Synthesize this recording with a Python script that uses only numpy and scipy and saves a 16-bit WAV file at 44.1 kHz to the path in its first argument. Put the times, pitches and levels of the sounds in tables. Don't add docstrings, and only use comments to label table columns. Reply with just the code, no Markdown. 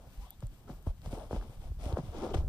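import sys
import numpy as np
from scipy import signal
from scipy.fft import rfft, irfft
from scipy.io import wavfile
from scipy.ndimage import uniform_filter1d

SR = 44100
rng = np.random.default_rng(int(sys.argv[2]) if len(sys.argv) > 2 else 0)


def gain_from_decibels(decibels):
    exponent = np.asarray(decibels, float) / 20
    return 10 ** exponent


def log_audio(samples):
    frames = np.atleast_2d(samples).T
    limited = np.clip(frames, -1, 1)
    pcm = np.round(limited * 32767).astype(np.int16)
    wavfile.write(sys.argv[1], SR, pcm)


N = 109764

# (time [s], level [dB])
SWAY = [
    (0, -54),
    (.6, -54.5),
    (.95, -52),
    (1.2, -46.5),
    (1.548, -49.5),
    (1.9, -44.5),
    (2.12, -46),
    (2.3, -42.5),
    (2.49, -35),
]
# (start [s], length [s], drag level [dB], hiss level [dB], weight [dB])
STROKES = [(-.04, 0.14, -62.5, -75.5, -0.5), (0.188, 0.099, -69, -67, 1), (0.235, 0.16, -71.5, -87, -1),
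           (0.416, 0.029, -59, -67.5, 5), (0.494, 0.46, -68, -105, 6), (0.667, 0.069, -54, -66.5, 4.5),
           (0.851, 0.063, -55, -66.5, -1), (1.019, 0.1, -58, -63.5, 0.5), (1.094, 0.081, -51, -59.5, -0.5),
           (1.127, 0.16, -52, -65.5, -0.5), (1.288, 0.11, -48.5, -58.5, 2.5),
           (1.379, 0.11, -56, -67.5, 3.5), (1.432, 0.18, -62.5, -71, -1.5), (1.587, 0.12, -59, -68, -0.5),
           (1.771, 0.18, -51.5, -58, 1.5), (1.86, 0.13, -48.5, -90, -0.5), (1.955, 0.056, -45.5, -61, 4.5),
           (1.972, 0.2, -58, -65.5, 2.5), (2.101, 0.23, -47, -58, 5.5), (2.213, 0.07, -41, -60, 3.5),
           (2.286, 0.047, -49.5, -61.5, 8), (2.335, 0.024, -39.5, -50.5, 6.5), (2.34, 0.079, -49, -57.5, 6),
           (2.377, 0.13, -58.5, -97, 5)]
# (time [s], peak level [dB], pitch [Hz])
KNOCKS = [(.07, -51.5, 537), (.425, -38.5, 604), (0.692, -38, 434), (0.697, -40, 860), (0.699, -38.5, 233),
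          (0.866, -34.5, 278), (0.870, -33.5, 610), (1.06, -38, 694), (1.129, -40, 530), (1.131, -33, 247),
          (1.309, -27.5, 530), (1.328, -29.5, 610), (1.329, -32, 269), (1.345, -32, 198),
          (1.363, -32.5, 654), (1.412, -41.5, 1530), (1.425, -43, 930), (1.496, -45.5, 338),
          (1.717, -46.5, 392), (1.86, -33.5, 304), (1.923, -32, 450), (1.970, -21.5, 577),
          (1.986, -29, 564), (2.341, -27, 610), (2.345, -25, 480), (2.372, -29.5, 525)]
# (time [s], peak level [dB], pitch [Hz], length [cycles])
HEAVES = [(.073, -41.5, 90, 0.68), (.176, -33, 42.5, 2), (.221, -37.5, 47.4, 2.5), (.430, -31, 119, 3.85),
          (.443, -31, 39, 2.4), (.656, -41, 69.5, 1.1), (.703, -38, 147, 2.5), (.706, -39.5, 48, 3.1),
          (.872, -20.5, 74.5, 1.3), (.894, -24, 40.4, 1.2), (1.058, -31.5, 54.7, 2.7),
          (1.074, -30.5, 128, 2.14), (1.082, -30, 54, 1.6), (1.130, -28.5, 90.5, 1.37),
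          (1.146, -37, 50, 1.2), (1.179, -37, 62.6, 1.7), (1.237, -38.5, 48, 2.3), (1.312, -36, 60, 0.96),
          (1.331, -28.5, 92, 1.6), (1.343, -35.5, 76, 1.4), (1.362, -26.5, 46, 2.97),
          (1.492, -39, 108, 1.7), (1.655, -34, 41.3, 0.75), (1.703, -29.5, 69, 2.4), (1.77, -33, 51.6, 1.5),
          (1.803, -33, 50.4, 3.4), (1.861, -25.5, 71.6, 1.6), (1.894, -27.5, 63.6, 1),
          (1.934, -18, 71, 1.17), (1.987, -29.5, 164.4, 4.1), (2.034, -34, 142, 2.7), (2.068, -36, 53, 1.6),
          (2.082, -31, 90, 2.35), (2.358, -18, 66.3, 0.68), (2.380, -21, 67, 2.84), (2.413, -26, 39.4, 1.2),
          (2.445, -25, 50.3, 1.2)]
# (start [s], length [s], level [dB], first pitch [Hz], last pitch [Hz])
RUBS = [(0.181, 0.12, -62.5, 714.5, 1255), (0.26, 0.021, -57, 795, 760), (0.439, 0.034, -66, 610, 570),
        (.48, 0.072, -61.5, 226, 334), (0.671, 0.031, -60, 1355, 1154), (0.299, 0.046, -66, 648, 1020),
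        (0.24, .13, -69, 3120, 3810), (1.11, 0.047, -47.5, 586.6, 503), (1.154, 0.075, -52, 827, 902),
        (1.168, 0.0213, -44.5, 408, 390), (1.194, 0.057, -48.5, 687, 567), (1.824, 0.1, -51, 707.6, 474),
        (2.141, 0.085, -52, 331, 370), (2.214, 0.043, -37.5, 365.5, 308), (2.24, 0.046, -41, 516, 396),
        (2.302, 0.027, -40.5, 564, 304), (2.333, 0.013, -50, 3260, 3140)]
# (time [s], peak level [dB], pitch [Hz])
TICKS = [(0.3063, -43, 6000), (0.3068, -36.5, 10500), (0.3047, -23, 13600), (0.405, -39, 6400),
         (0.4144, -48, 6240), (0.4687, -36, 7800), (0.4686, -56, 12500), (0.5397, -48, 8240),
         (0.826, -41, 13200), (1.0174, -41, 5130), (1.059, -36, 4800), (1.057, -46.5, 2300),
         (1.128, -46, 3640), (1.127, -40, 2100), (1.1967, -44, 3340), (1.361, -42, 3500),
         (1.4106, -49, 3600), (1.9262, -34, 3960), (1.9813, -43, 3120), (1.984, -47, 5500),
         (2.1165, -46, 7000), (2.3418, -52, 3470), (2.3446, -25.5, 2930), (2.3475, -30.5, 6240)]

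# (frequency [Hz], level [dB per Hz])
SWAY_COLOUR = [(15, 3), (30, 0), (70, -4.5), (150, -12), (260, -32), (500, -63)]
ROOM_COLOUR = [(88, -23), (150, -3), (396, -17), (722, -18), (2230, -24.5), (9180, -29.5), (11400, -29),
               (13500, -27.5), (15500, -29)]
DEEP_COLOUR = [(130, -31), (210, 1), (330, 0), (470, -7), (700, -55.5)]
DRAG_COLOUR = [(250, -34), (450, 0), (700, 2), (1000, -6), (1400, -11.5), (1750, -20.5), (2300, -56)]
HISS_COLOUR = [(1300, -35), (2000, 0.5), (2700, -2.5), (3400, -0.5), (4300, -5.5), (5500, -4), (7500, -9),
               (10000, -44)]
AIR_COLOUR = [(4500, -9), (7000, -13.5), (8500, -4), (10500, -4), (13500, -15), (15500, -15)]

# (frequency [Hz], level [dB])
PORT_DB = [(400, -0.04), (750, 5), (1300, 4.5), (1900, 2), (3200, 9.5), (4000, 4.5), (5300, 6.5), (6700, 1)]
# (frequency [Hz], phase [rad])
PORT_LEAD = [(0, -.3), (90, -.3), (170, .1), (1550, -.1), (1950, -2.4), (2900, -3.5), (6700, -9.9),
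             (15500, -21.8)]
# (frequency [Hz], power share [0-1])
OWN_SHARE = [(30, 0.058), (300, 0.025), (1200, 0.23), (2300, 0.76), (3500, 0.56), (5800, 1), (7500, 0.48),
             (15000, 0.29)]


def rms_one(x):
    return x / np.sqrt(np.mean(x ** 2) + 1e-20)


def at_hz(points, hz):
    points = np.array(points)
    return np.interp(np.log(hz + 1), np.log(points[:, 0] + 1), points[:, 1])


def drift(rate_hz):
    r = np.exp(-2 * np.pi * rate_hz / SR)
    wander = signal.lfilter([1], [1, -2 * r, r * r], rng.standard_normal(N + SR))
    return rms_one(wander[SR:])


def grainy(colour, grains_per_s, spread_db, smooth):
    slip_here = rng.random(N) < grains_per_s / SR
    sizes = gain_from_decibels(spread_db * np.minimum(rng.exponential(1, N), 4)) * slip_here
    slips = np.abs(uniform_filter1d(sizes, size=60)) ** 0.5
    white = rng.standard_normal((3, N)) * (smooth + rms_one(slips))
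    hz = np.fft.rfftfreq(N, 1 / SR)
    return rms_one(irfft(rfft(white) * gain_from_decibels(at_hz(colour, hz)) * (hz > 15), N))


def wavelets(rows, fall, rise):
    out = np.zeros(N + SR)
    for s, db, hz, cycles in rows:
        u = np.arange(int(1.6 * cycles / hz * SR)) / SR * hz / cycles
        sag = fall * 0.35 * (1 - np.exp(-u / 0.11)) - fall * 0.25 * u
        swing = np.sin(2 * np.pi * cycles * (u + sag))
        shape = (1 - np.exp(-u / rise)) * np.exp(-(u / 0.77) ** 2)
        i = int(s * SR)
        out[i:i + len(u)] -= gain_from_decibels(db) * 1.074 * shape * swing
    return out[:N]


def filtered(x, response):
    edge = 2048
    wide = np.pad(x + np.zeros((2, N)), [(0, 0), (edge, edge)], mode="reflect")
    size = N + 2 * edge
    return irfft(rfft(wide) * response(np.fft.rfftfreq(size, 1 / SR)), size)[:, edge:-edge]


def room_hiss():
    return grainy(ROOM_COLOUR, 1600, 3.1, smooth=3.4) * gain_from_decibels(-64.5 + 1.7 * drift(6.3))


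def spring_sway():
    s, db = np.transpose(SWAY)
    level_db = np.interp(np.arange(N) / SR, s, db) + 2.0 * drift(12.0)
    return grainy(SWAY_COLOUR, 46, 0.82, smooth=18) * gain_from_decibels(level_db)


def fur():
    rise_share, deep_db, air_db, air_loss = 0.41, -3, -1, 1.27
    t, power = np.arange(N) / SR, np.zeros((4, N))
    for s, length, drag_db, hiss_db, weight_db in STROKES:
        swell = np.interp(t, [s, s + rise_share * length, s + 1.24 * length], [0, 1, 0])
        layers_db = [drag_db + deep_db + weight_db, drag_db,
                     hiss_db, hiss_db + air_db - air_loss * weight_db]
        power += np.sin(np.pi / 2 * swell) ** 3 * gain_from_decibels(layers_db)[:, None] ** 2
    layers = [grainy(DEEP_COLOUR, 300, 3.0, smooth=2.2),
              grainy(DRAG_COLOUR, 330, 5.0, smooth=2.4),
              grainy(HISS_COLOUR, 780, 3.7, smooth=1.4),
              grainy(AIR_COLOUR, 630, 3.4, smooth=1.25)]
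    rubbing = sum(x * p ** 0.5 for x, p in zip(layers, power))
    return gain_from_decibels(0.21 * drift(41)) * rubbing


def paw_knocks():
    cycles, delay_s = 2.26, 0.001075
    return wavelets([(s + delay_s, db, hz, cycles) for s, db, hz in KNOCKS], fall=0.64, rise=0.08)


def mattress():
    return wavelets(HEAVES, fall=0.35, rise=0.14)


def folds():
    width_share, evening = 0.2, 0.68
    out = np.zeros((3, N))
    for s, length, db, from_hz, to_hz in RUBS:
        i, n = int(s * SR), int(length * SR)
        r = np.exp(-np.pi * width_share * (from_hz + to_hz) / 2 / SR)
        wobble = signal.lfilter([1], [1, -2 * r, r * r], rng.standard_normal((2, 3, 8000)))[..., -n:]
        wobble = wobble / np.hypot(*wobble) ** evening
        turn = 2 * np.pi * np.cumsum(np.geomspace(from_hz, to_hz, n)) / SR
        hum = rms_one(wobble[0] * np.sin(turn) + wobble[1] * np.cos(turn))
        out[:, i:i + n] += gain_from_decibels(db) * np.hanning(n) ** 0.5 * hum
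    return out


def claws():
    t60_s, snap_db, pitch_spread, delay_s = 0.0024, -2, 0.17, 0.000927
    out, t = np.zeros(N + SR), np.arange(600) / SR
    for s, db, hz in TICKS:
        steps = rng.standard_normal((3, 1)) * 0.5 + [[-1], [0], [1]]
        rings = np.sin(2 * np.pi * t * hz * np.exp(pitch_spread * steps))
        fade = gain_from_decibels(-60 * t / t60_s) * (1 - np.exp(-t / 0.0001))
        tone = (rings * [[0.5], [1], [0.6]]).sum(axis=0) * fade
        snap = 3 * gain_from_decibels(snap_db) * np.sin(2 * np.pi * hz * t) * np.exp(-2.2 * hz * t)
        i = int((s + delay_s) * SR)
        out[i:i + 600] += gain_from_decibels(db - 4.5) * (tone + snap)
    return out[:N]


def ports(shared, own):
    def pair(hz):
        lead = np.interp(hz, *np.transpose(PORT_LEAD))
        half = gain_from_decibels(at_hz(PORT_DB, hz) / 2) * np.exp(0.5j * lead)
        return np.array([half, 1 / half])

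    def share(hz):
        return np.clip(at_hz(OWN_SHARE, hz), 0, 1)

    common = filtered(shared, lambda hz: pair(hz) * np.sqrt(1 - share(hz)))
    separate = filtered(own, lambda hz: pair(hz) * np.sqrt(share(hz)))
    return common + separate


def scene():
    noisy = room_hiss() + spring_sway() + fur() + folds()
    struck = paw_knocks() + mattress() + claws()
    return ports(noisy[0] + struck, noisy[1:])


def band_limit(x):
    return signal.sosfilt(signal.butter(12, 16470, fs=SR, output="sos"), x)


def record(dry):
    notch_hz, notch_width_hz, notch_db, cutoff_hz = 11424, 374, -33, 15200

    def colour(hz):
        dip_db = notch_db * np.exp(-((hz - notch_hz) / notch_width_hz) ** 4)
        cut_db = -44 * np.clip((hz - cutoff_hz) / 1300, 0, 2)
        return gain_from_decibels(dip_db + cut_db)

    mix = filtered(dry, colour)
    return band_limit(mix)


dry = scene()
out = record(dry)
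log_audio(out)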